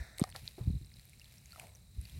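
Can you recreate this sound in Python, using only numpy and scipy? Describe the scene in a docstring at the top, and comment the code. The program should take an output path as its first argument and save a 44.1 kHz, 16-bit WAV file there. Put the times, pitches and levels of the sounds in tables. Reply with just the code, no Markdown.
"""A dull bump and the hollow swish of a stick along a dye pot, as soaked fabric is worked and lifted out.
Drops ping on the liquid and excite the pot's modes; the wet cloth slumps and sloshes, and runoff fizzes.
Low thumps and turbulent puffs of air reach the microphone. Behind them, at the edge of a wood,
far insects trill and a bird whistles thinly over a quiet hush."""
import sys
import numpy as np
from scipy import signal
from scipy.fft import rfft, irfft
from scipy.io import wavfile
from scipy.ndimage import uniform_filter1d

SR = 44100
rng = np.random.default_rng(int(sys.argv[2]) if len(sys.argv) > 2 else 0)


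def dump(signal):
    """Clip the signal to [-1, 1] and save it as 16-bit WAV at the path in sys.argv[1]."""
    limited = np.clip(np.atleast_2d(signal).T, -1, 1)
    pcm = np.round(limited * 32767).astype(np.int16)
    wavfile.write(sys.argv[1], SR, pcm)


N = 96755
T = np.arange(N) / SR

# Spectrum of water draining from cloth. Each row: frequency in Hz, relative density in dB.
WATER_SPECTRUM = [(300, -8.5), (600, 1), (1200, -9), (1700, -1.5), (2450, 5.5), (3200, -1.5), (4200, 3),
                  (6500, -5), (9000, -2.5), (12000, -1.5), (16000, -12.5)]


def from_db(db):
    """Amplitude grows tenfold for every 20 dB."""
    return 10 ** (np.asarray(db) / 20)


def rms_one(x):
    """Division by the RMS value gives unit power."""
    return x / np.sqrt(np.mean(x ** 2) + 1e-20)


def level(rows):
    """A gain envelope, linear in dB between points of time and level."""
    return from_db(np.interp(T, *np.transpose(rows)))


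def coloured(x, spectrum):
    """Filtering by multiplication of spectra, scaled to unit power."""
    hz, db = np.transpose(spectrum)
    f = np.maximum(np.fft.rfftfreq(N, 1 / SR), 1)
    gain = from_db(np.interp(np.log(f), np.log(hz), db))
    return rms_one(irfft(rfft(x) * gain, N))


def noise(spectrum):
    """White noise takes on the spectrum of its filter; unit power."""
    return coloured(rng.standard_normal(N), spectrum)


def wander(rate):
    """Noise low-passed at the rate in Hz is a random drift of unit spread."""
    return noise([(1, 0), (rate, 0), (4 * rate, -40), (40 * rate, -120)])


def resonant_noise(hz, q):
    """Two passes through one resonance select a band of noise; unit power."""
    b, a = signal.iirpeak(min(hz, SR / 3), max(q, .5), fs=SR)
    return rms_one(signal.lfilter(b, a, signal.lfilter(b, a, rng.standard_normal(N))))


def evened(x, size):
    """Division by the running RMS over size samples holds the power steady."""
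    return x / np.sqrt(uniform_filter1d(x ** 2, size=size) + 1e-9)


def since(onset):
    """Seconds elapsed since an onset, zero before it."""
    return np.maximum(T - onset, 0)


def dying(onset, t60):
    """Exponential decay from a sudden onset, by 60 dB in t60 seconds."""
    return (T >= onset) * np.exp(-np.minimum(np.log(1000) * since(onset) / t60, 50))


def swell(t, rise):
    """A critically damped pulse, peaking at 1 at the rise time."""
    u = np.minimum(t / rise, 50)
    return u * np.exp(1 - u)


def hush():
    """Stationary broadband noise, strongest in the bass, forms the outdoor background."""
    # Spectrum of the hush. Each row: frequency in Hz, relative density in dB.
    spectrum = [(25, 1), (60, 21), (130, 8), (200, 9.5), (300, -6), (500, -7.5), (800, -11.5), (1400, -13),
                (2200, -10.5), (3100, -27.5), (4500, -10), (6200, -10.5), (9200, -14), (12000, -13),
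                (16000, -13.5)]
    return from_db(-65.5) * noise(spectrum)


def insect_chorus():
    """Amplitude modulation of narrow noise bands is heard as the throb of far insects."""
    # Insect bands. Each row: centre in Hz, quality factor, level in dB, throbs per second.
    bands = [(3956, 8.7, -76.5, 44), (7590, 19, -80.5, 32), (8960, 8, -78, 32)]
    out = np.zeros(N)
    for hz, q, db, throb_hz in bands:
        throb = 1 + 0.63 * np.sin(2 * np.pi * throb_hz * T + wander(rate=2.8))
        out += from_db(db) * throb * resonant_noise(hz, q)
    return out


def bird():
    """A far bird's whistle is a pure tone gliding in frequency, here along a parabola."""
    # Whistles. Each row: start and length in seconds, level in dB, first, middle and last pitch in Hz.
    whistles = [(.14, 0.077, -71, 7600, 8100, 8300), (1.617, 0.13, -69.5, 8160, 8380, 7400)]
    out = np.zeros(N)
    for onset, length, db, *pitches in whistles:
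        progress = np.minimum(since(onset) / length, 1)
        hz = np.polyval(np.polyfit([0, .5, 1], pitches, deg=2), progress)
        out += from_db(db) * np.sin(np.pi * progress) * np.sin(2 * np.pi * np.cumsum(hz) / SR)
    return out


def insect_trill():
    """A nearly periodic train of falling chirps fuses into a trill."""
    # Envelope of the trill. Each row: time in seconds, level in dB.
    envelope = [(.55, -65.5), (.7, -60), (.85, -65), (1.1, -77.5), (1.6, -96), (1.95, -70), (2.19, -59.5)]
    chirps_per_s, jitter, duty = 44, .05, 0.49
    top_hz, fall_hz, waver_hz, waver_db = 4326, 802, 80, 1.2
    cycles = np.cumsum(chirps_per_s * (1 + jitter * wander(rate=8))) / SR
    progress = np.minimum(cycles % 1 / duty, 1)
    hz = top_hz - fall_hz * progress + waver_hz * wander(rate=28)
    chirps = np.sin(np.pi * progress) * np.sin(2 * np.pi * np.cumsum(hz) / SR)
    return level(envelope) * chirps * from_db(waver_db * wander(rate=16))


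def buffeting():
    """Turbulent pressure on the microphone port rumbles; harder puffs reach higher in frequency."""
    # Envelope of the puffs. Each row: time in seconds, level in dB.
    envelope = [(0, -47.5), (.02, -48), (.04, -59), (.12, -62.5), (.3, -55.5), (.41, -56.5), (.437, -48),
                (.48, -60.5), (.57, -61), (.595, -61), (.612, -36), (.635, -45.5), (.655, -42.5),
                (.68, -33.5), (.697, -30.5), (.72, -40.5), (.74, -33), (.78, -39), (.795, -58),
                (.815, -45.5), (.88, -59), (.96, -58.5), (.985, -51.5), (1.03, -62.5), (1.65, -59.5),
                (1.95, -59.5), (1.98, -45), (2.015, -50.5), (2.05, -50.5), (2.1, -60.5), (2.16, -44.5),
                (2.19, -43)]
    # Spectrum of the turbulence. Each row: frequency in Hz, relative density in dB.
    spectrum = [(20, -68), (40, -2.5), (60, 7.5), (125, 2), (180, -8), (260, -20.5), (400, -25.5),
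                (800, -50)]
    strong_puff_db, edge_db, edge_exponent = -22, -36.5, 1.426
    force = level(envelope)
    low_pass = signal.butter(4, 376, "low", fs=SR, output="sos")
    rumble = signal.sosfilt(low_pass, evened(noise(spectrum), size=900))
    edge_gain = from_db(edge_db) * (force / from_db(strong_puff_db)) ** edge_exponent
    return force * rumble + edge_gain * evened(resonant_noise(hz=185, q=1.97), size=900)


def thumps():
    """A heavily damped low oscillation, sagging in pitch, is heard as a dull thump."""
    # Thumps. Each row: start in seconds, peak in dB, first and final pitch in Hz, rise in seconds.
    pulses = [(.001, -33, 71.5, 62.6, 0.0088), (.2156, -16, 298, 71.5, 0.003),
              (.673, -21.5, 165, 91.3, 0.0058), (0.701, -27.5, 230, 97.3, 0.0045),
              (.748, -34, 271, 108, 0.0075), (1.978, -31.5, 86, 67.6, 0.01)]
    sag_s, sharpness = 0.0059, 1.9
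    out = np.zeros(N)
    for onset, db, start_hz, end_hz, rise in pulses:
        t = since(onset)
        hz = (end_hz + (start_hz - end_hz) * np.exp(-t / sag_s)) * (t > 0)
        out -= from_db(db) * swell(t, rise) ** sharpness * np.sin(2 * np.pi * np.cumsum(hz) / SR)
    return out


def scrape():
    """Sliding friction of the stick on the pot wall makes a hollow swish that fades and stops."""
    # Spectrum of the friction noise. Each row: frequency in Hz, relative density in dB.
    spectrum = [(200, -4.5), (420, -9.5), (660, -2.5), (1120, -14.5), (1780, 2.5), (2400, -8.5),
                (3000, -27), (3750, -7.5), (4800, -15.5), (5600, -13.5), (7000, -20.5), (8200, -17.5),
                (12000, -25), (16000, -26)]
    start_db, fade_db_per_s, release_at_s, release_s = -54, 59, 0.42, 0.15
    release = np.clip(1 - since(release_at_s) / release_s, 0, 1)
    return from_db(start_db - fade_db_per_s * T) * release * noise(spectrum)


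def runoff():
    """Tiny droplets of uneven size arrive at random, adding shot noise to a smooth fizz."""
    # Envelope of the trickle. Each row: time in seconds, level in dB.
    envelope = [(.12, -105), (.2, -59.5), (.33, -72.5), (.365, -54), (.415, -63.5), (.475, -56.5),
                (.52, -66), (.565, -65.5), (.9, -73), (1.0, -67), (1.15, -70), (1.33, -65), (1.43, -68.5),
                (1.48, -65.5), (1.63, -59), (1.7, -70), (1.9, -78), (1.98, -68.5), (2.04, -63.5),
                (2.19, -61.5)]
    droplets_per_s, spread_db, over_fizz_db = 790, 3, 0.5
    sizes = from_db(spread_db * np.minimum(rng.exponential(1, N), 5)) * rng.choice([-1, 1], N)
    arrivals = rng.random(N) < droplets_per_s / SR
    droplets = coloured(sizes * arrivals, WATER_SPECTRUM)
    return level(envelope) * rms_one(noise(WATER_SPECTRUM) + from_db(over_fizz_db) * droplets)


def slumps():
    """Wet cloth settles with a slosh: noise in a broad resonance, decaying with a little wet hiss."""
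    # Sloshes. Each row: start in seconds, level in dB, rise and T60 in seconds, centre in Hz.
    sloshes = [(0.193, -46, 0.0061, 0.12, 430), (0.261, -57, 0.013, 0.12, 724),
               (0.351, -58, 0.0035, 0.19, 680), (.578, -45.5, 0.0036, 0.11, 352),
               (0.581, -63, 0.0037, 0.4, 800), (1.574, -59.5, 0.0076, 0.34, 730),
               (1.619, -56.5, 0.017, 0.14, 630), (1.66, -69.5, 0.014, 0.76, 613)]
    hiss = from_db(-20.5) * noise(WATER_SPECTRUM)
    out = np.zeros(N)
    for onset, db, rise, t60, hz in sloshes:
        attack = np.minimum(since(onset) / rise, 1)
        decay = np.where(T < onset + rise, 1, dying(onset + rise, t60))
        hollow = evened(resonant_noise(hz, q=1.35), size=500)
        out += from_db(db) * attack * decay * (hollow + hiss)
    return out


def pot_ring(knocks):
    """The pot's impulse response, a sum of damped modes, is convolved with the knocks."""
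    # Modes of the pot and its air. Each row: frequency in Hz, relative level in dB, T60 in seconds.
    modes = [(758, -7.5, 0.046), (696, -34, 0.095), (860, -5.5, 0.0066), (1120, -4.5, 0.0084),
             (1194, -19, 0.035), (1855, -22.5, 0.067), (2076, -14.5, 0.01)]
    response = sum(from_db(db) * dying(0, t60) * np.sin(2 * np.pi * hz * T) for hz, db, t60 in modes)
    high_pass = signal.butter(2, 550, "high", fs=SR, output="sos")
    return signal.fftconvolve(knocks, signal.sosfilt(high_pass, response))[:N]


def drips():
    """Each drop's impact gives a damped ping, a crack of spray and an impulse to the pot's modes."""
    # Drops. Each row: start in seconds, ping peak in dB, pitch in Hz, rise in cycles,
    # relative spray level in dB, knock on the pot in dB.
    drops = [(.179, -49, 14500, 4.8, -44, -79), (0.1824, -42, 11240, 4.5, -45, -78),
             (0.1836, -35.5, 4070, 1.4, -36, -76), (0.1963, -30.5, 8480, 3.5, -30.5, -45),
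             (.202, -43, 9100, 4, -42, -43.5), (.208, -49, 6850, 2, -46, -67),
             (0.215, -38, 3720, 1.3, -47, -45.5), (.227, -34.5, 4130, 0.45, -66, -46.5),
             (.2393, -23.5, 4600, 0.45, -33, -28), (0.241, -38, 1240, 0.46, -59, -59),
             (0.2918, -43, 9800, 1.1, -42.5, -61), (0.3008, -46, 9100, 5.1, -45, -77),
             (0.3146, -50.5, 4400, 3.7, -72, -62.5), (0.3253, -40, 3260, 0.5, -66, -83),
             (.3505, -49, 1356, 3.5, -56, -44), (.354, -43, 1820, 1.25, -62, -41.5),
             (0.3619, -29.5, 4230, 0.71, -36.5, -46.5), (0.4775, -26.5, 4170, 1.4, -51, -75),
             (0.847, -52, 4870, 1.5, -56, -76), (.8615, -50.5, 8940, 1.8, -57, -80),
             (0.917, -56.5, 2080, 1.8, -69, -83), (0.9406, -47, 4870, 1.6, -73, -85),
             (.9685, -50.5, 3940, 2.8, -53, -76), (0.996, -48, 4270, 2, -49, -75),
             (1.0536, -47.5, 12700, 3.3, -52, -87), (1.096, -42, 9500, 0.71, -65, -78),
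             (1.133, -49.5, 2200, 1.36, -49, -80), (1.197, -44.5, 5030, 1, -49, -96),
             (1.215, -48.5, 2760, 3.9, -53, -82), (1.244, -48, 4100, 1.9, -51, -80),
             (1.257, -48, 3440, 1.1, -70, -88), (1.3818, -49, 5600, 3, -55, -87),
             (1.4582, -46.5, 6620, 2.3, -47.5, -94), (1.5208, -44.5, 4400, 4.1, -49, -80),
             (1.53, -55.5, 1380, 5.7, -47, -67), (1.56, -50.5, 1290, 2.1, -48, -50.5),
             (1.5805, -58, 740, 0.78, -70, -80), (1.5971, -39.5, 2470, 2.3, -33.5, -56),
             (1.597, -39, 2840, 1.1, -48, -80), (1.6155, -65, 4400, 1.8, -57, -49),
             (1.637, -54, 630, 1.2, -55, -80), (1.6694, -55.5, 2230, 1.9, -48, -69),
             (1.692, -60, 2200, 3.6, -66, -76), (1.7508, -47, 6340, 2.3, -56, -66),
             (1.756, -51.5, 5800, 4, -49.5, -87), (2.014, -40, 10300, 2, -45, -78),
             (2.054, -54, 2640, 3, -62, -78), (2.053, -46, 4560, 4, -53, -83),
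             (2.0966, -49.5, 3370, 2.1, -45, -80)]
    # Spectrum of the spray. Each row: frequency in Hz, relative density in dB.
    spray_spectrum = [(500, -32), (1200, -8), (2100, 19), (3000, -9), (4200, 1), (5400, 5), (6800, 2),
                      (8800, 12), (11500, 7.5), (16000, -9.5)]
    spray_t60_s, mist_t60_s, mist_db = .009, 0.25, -26
    pings, spray_power, knocks = np.zeros(N), np.zeros(N), np.zeros(N)
    t = T[:SR // 10]
    for onset, ping_db, hz, rise_cycles, spray_db, knock_db in drops:
        start = int(onset * SR)
        ping = from_db(ping_db) * swell(t, rise_cycles / hz) * np.sin(2 * np.pi * hz * t)
        pings[start:start + len(t)] += ping[:N - start]
        burst = dying(onset, spray_t60_s) + from_db(mist_db) * dying(onset, mist_t60_s)
        spray_power += (from_db(spray_db) * burst) ** 2  # incoherent sources add in power
        knocks[start] += from_db(knock_db)
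    spray = np.sqrt(spray_power) * evened(noise(spray_spectrum), size=40) / 2
    return pings + spray + pot_ring(knocks)


def scene():
    """The near sources and the wood behind them add by superposition in one channel."""
    near = scrape() + drips() + thumps() + slumps() + runoff() + buffeting()
    wood = insect_trill() + hush() + insect_chorus() + bird()
    return (near + wood)[None]


def record(dry):
    """Band limiting rolls off the deepest bass gently and cuts the top steeply."""
    low_cut_hz, stopband_hz = 14, 16700
    x = signal.sosfilt(signal.butter(1, low_cut_hz, "high", fs=SR, output="sos"), dry)
    return signal.sosfilt(signal.cheby2(16, 60, stopband_hz, fs=SR, output="sos"), x)


dry = scene()
out = record(dry)
dump(out)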